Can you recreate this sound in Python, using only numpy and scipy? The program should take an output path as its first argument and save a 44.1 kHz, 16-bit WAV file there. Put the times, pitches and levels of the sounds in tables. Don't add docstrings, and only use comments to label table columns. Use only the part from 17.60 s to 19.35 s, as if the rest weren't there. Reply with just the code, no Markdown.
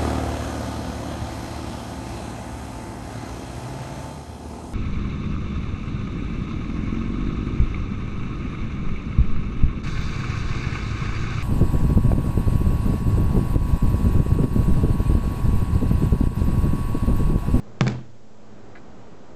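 import sys
import numpy as np
from scipy import signal
from scipy.io import wavfile

SR = 44100
rng = np.random.default_rng(int(sys.argv[2]) if len(sys.argv) > 2 else 0)


def undo_db(level):
    steps = np.asarray(level, float) / 20
    return 10 ** steps


def generate_wav(signal):
    frames = np.transpose(np.atleast_2d(signal))
    scaled = np.clip(frames, -1, 1) * 32767
    pcm = np.round(scaled).astype(np.int16)
    wavfile.write(sys.argv[1], SR, pcm)


N = 77175

# f/Hz, density/dB per Hz
RUMBLE_SPECTRUM = [(18, -77.5), (30, -7.5), (104, -5), (158, -9.5), (199, -0.5), (290, -9), (349, -6),
                   (462, -7), (910, -15.5), (1200, -18), (1880, -26.5), (8000, -45), (10400, -70),
                   (17600, -120)]
# f/Hz, rms level/dB, noise width/Hz
DRONES = [(113.3, -54, 9.3), (211.8, -54, 4)]
# t/s, click level/dB, chatter decay time/s, unrung snap relative to chatter/dB
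HARD_CONTACTS = [(0.2093, -11, 0.00056, -24), (0.2177, -18, 0.001, -4), (0.241, -44, 0.0016, 0),
                 (0.2676, -20, 0.004, 2), (0.2789, -11, 0.0021, 10), (0.292, -30, 0.0052, 0.5),
                 (0.3, -30.5, .004, 0), (0.3192, -33.5, 0.0062, -9.5)]
# f/Hz, level/dB, t60/s
CONTACT_MODES = [(1640, 0.5, .005), (2250, -1.5, 0.0074), (2620, -17, 0.0056), (3510, -10, 0.011),
                 (4440, -3.5, 0.0034), (5640, -13.5, 0.0039), (6800, -27, 0.0037), (7660, -16.5, 0.0021)]
# f/Hz, level/dB, t60/s
ROOM_TAIL = [(70, -9.5, 0.45), (170, -22, 0.7), (278, -12, 0.39), (600, -15.5, 0.32), (1200, -24.5, 0.41),
             (2500, -27, 0.4), (4440, -31, 0.34), (7240, -30.5, 0.27)]
# t/s, level/dB, contact low-pass f/Hz, signed strength (+ down, - rebound)
TABLE_PUSHES = [(0.2096, -5.5, 2050, 0.98), (0.216, -11, 1500, 0.96), (0.2614, -18.5, 700, -1.06),
                (.2690, -11, 1200, -1.17), (0.27, -12, 920, 0.87), (0.2737, -10, 895, -0.935),
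                (0.295, -19.5, 800, -1.1), (.3210, -25, 600, 0.85), (.3900, -23.5, 600, 0.63)]
# f/Hz, level/dB, t60/s
TABLE_MODES = [(67.8, -53, 0.8), (124.2, -2.5, 0.518), (169.7, -4, 0.042), (208.6, -4, 0.28),
               (271, -21, 0.18), (328.8, -17, 0.47), (415, -6, 0.027), (490, -33, 0.012), (600, -8, 0.023),
               (800, -2.5, 0.013), (1036, -3.5, 0.017), (1190, -16.5, 0.069), (1600, -5, 0.028)]
# t/s, level/dB
FAR_TAPS = [(1.1527, -46), (1.157, -47.5), (1.1641, -48), (1.1720, -49.5), (1.1778, -53), (1.1860, -55)]
# f/Hz, level/dB, t60/s
FAR_MODES = [(700, -1, 0.028), (1200, -9, 0.04), (1500, -4, 0.052), (1660, -4, 0.041), (2000, -4, 0.032),
             (2350, -6, 0.022), (3020, -14, 0.014), (4060, -10.5, 0.011), (4660, -10, 0.0063)]

RUMBLE_RMS_DB, RUMBLE_FLICKER_DB, RUMBLE_FLICKER_HZ = -46.5, 0.91, 1.0
HISS_DB, HISS_LOW_HZ = -60.5, 1500
RATTLE_START_S, RATTLE_PER_S, RATTLE_BASE_DB, RATTLE_T60_S = 0.222, 5400, -48.5, 0.73
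CHATTER_REL_DB = -14.5
RATTLE_SNAP_REL_DB = -6
ROOM_BUILD_S = 0.01
SWING_HZ = 145
CLACK_SMEAR_S, CLACK_GAIN_DB = 0.0026, -13.5
MIC_LOW_HZ = 66
OVERLOAD_PEAK = 0.55
DUCK_FROM_DB, DUCK_SHARE, DUCK_SMOOTH_S = -19, 0.61, 0.0045
HELD_FALL_DB_PER_S = 18
TOP_STOP_HZ = 8670 * 1.0975
OFFSET = 0.0142


def rms_one(x):
    return x / np.sqrt(np.mean(x ** 2) + 1e-20)


def one_pole(x, tau_s):
    r = np.exp(-1 / (max(tau_s, 1e-5) * SR))
    return signal.lfilter([1 - r], [1, -r], x)


def drift(rate_hz):
    tau_s = 1 / (2 * np.pi * rate_hz)
    slow = one_pole(one_pole(rng.standard_normal(N + SR), tau_s), tau_s)
    return rms_one(slow[SR:])


def ring(force, hz, t60_s):
    r = undo_db(-60 / (t60_s * SR))
    w = 2 * np.pi * hz / SR
    return signal.lfilter([0, np.sin(w)], [1, -2 * r * np.cos(w), r * r], force + 1e-18)


def decay_from(start_s, tau_s):
    t = np.arange(N) / SR
    return (t > start_s) * np.exp(-np.maximum(t - start_s, 0) / tau_s)


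def drones():
    out = 0
    for hz, db, width_hz in DRONES:
        tone = ring(rng.standard_normal(N + SR), hz, 3.2 / width_hz)
        out = out + undo_db(db) * rms_one(tone[SR:])
    return out


def rumble():
    edges_hz = 25 * 2 ** np.arange(0, 8.6, 1 / 3)
    white = rng.standard_normal((2, N + 8000))
    hz, db = np.transpose(RUMBLE_SPECTRUM)
    flicker_db = RUMBLE_FLICKER_DB * drift(RUMBLE_FLICKER_HZ)
    out = 0
    for k, (low, high) in enumerate(zip(edges_hz, edges_hz[1:])):
        sos = signal.butter(2, [low, high], "band", fs=SR, output="sos")
        band = signal.sosfilt(sos, white[k % 2])[8000:]
        level_db = np.interp(np.log(low * high) / 2, np.log(hz), db)
        out = out + band * undo_db(level_db + flicker_db)
    return undo_db(RUMBLE_RMS_DB) * rms_one(out) + drones()


def hiss():
    sos = signal.butter(1, HISS_LOW_HZ, "high", fs=SR, output="sos")
    return undo_db(HISS_DB) * signal.sosfilt(sos, rng.standard_normal(N))


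def rattle_envelope():
    late_s = np.maximum(np.arange(N) / SR - RATTLE_START_S, 0)
    hits = (rng.random(N) < RATTLE_PER_S / SR) * (late_s > 0)
    extra_db = 1.8 * np.minimum(rng.exponential(1, N), 4)
    return hits * undo_db(RATTLE_BASE_DB + extra_db - 60 * late_s / RATTLE_T60_S)


def clatter():
    clicks = np.zeros(N)
    noise_env = rattle_envelope()
    snap_env = undo_db(RATTLE_SNAP_REL_DB) * noise_env
    for s, db, tau_s, snap_db in HARD_CONTACTS:
        clicks[int(s * SR)] = undo_db(db)
        chatter = undo_db(db + CHATTER_REL_DB) * decay_from(s, tau_s)
        noise_env = noise_env + chatter
        snap_env = snap_env + undo_db(snap_db) * chatter
    out = snap_env * rng.standard_normal(N)
    for hz, db, t60_s in CONTACT_MODES:
        force = clicks + noise_env * rng.standard_normal(N)
        out = out + undo_db(db) * ring(force, hz, t60_s)
    return out, clicks


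def room(x):
    t = np.arange(SR) / SR
    tail = 0
    for hz, db, t60_s in ROOM_TAIL:
        sos = signal.butter(2, [hz / np.sqrt(2), hz * np.sqrt(2)], "band", fs=SR, output="sos")
        band = rms_one(signal.sosfilt(sos, rng.standard_normal(SR)))
        tail = tail + band * undo_db(db - 60 * t / t60_s)
    build = 1 - np.exp(-t / ROOM_BUILD_S)
    return signal.fftconvolve(x, tail * build)[:N]


def table_top():
    force = np.zeros(N)
    for s, db, cut_hz, strength in TABLE_PUSHES:
        click = np.zeros(N)
        click[int(s * SR)] = strength * undo_db(db)
        force += one_pole(click, 1 / (2 * np.pi * cut_hz))
    out = np.zeros(N)
    for hz, db, t60_s in TABLE_MODES:
        sign = -1 if hz < SWING_HZ else 1
        out += sign * undo_db(db) * ring(force, hz, t60_s)
    return out


def clack():
    env = sum(undo_db(db) * decay_from(s, CLACK_SMEAR_S) for s, db in FAR_TAPS)
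    out = np.zeros(N)
    for hz, db, t60_s in FAR_MODES:
        out += undo_db(db + CLACK_GAIN_DB) * ring(env * rng.standard_normal(N), hz, t60_s)
    return out


def scene():
    hard, clicks = clatter()
    hits = hard + room(clicks) + table_top() + clack()
    mic = signal.butter(2, MIC_LOW_HZ, "high", fs=SR, output="sos")
    return (signal.sosfilt(mic, hits) + rumble())[None]


def gain_control(x):
    climb_db = HELD_FALL_DB_PER_S * np.arange(N) / SR
    level_db = 20 * np.log10(np.abs(x) + 1e-9)
    held_db = np.maximum.accumulate(level_db + climb_db) - climb_db
    over_db = one_pole(np.maximum(held_db - DUCK_FROM_DB, 0), DUCK_SMOOTH_S)
    return x * undo_db(-DUCK_SHARE * over_db)


def low_pass(x):
    return signal.sosfilt(signal.butter(12, 8970, fs=SR, output="sos"), x)


def record(dry):
    clipped = np.clip(dry[0], -OVERLOAD_PEAK, OVERLOAD_PEAK)
    noisy = gain_control(clipped) + hiss()
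    top_cut = signal.cheby2(10, 60, TOP_STOP_HZ, fs=SR, output="sos")
    mix = signal.sosfilt(top_cut, noisy)[None] + OFFSET
    return low_pass(mix)


dry = scene()
out = record(dry)
generate_wav(out)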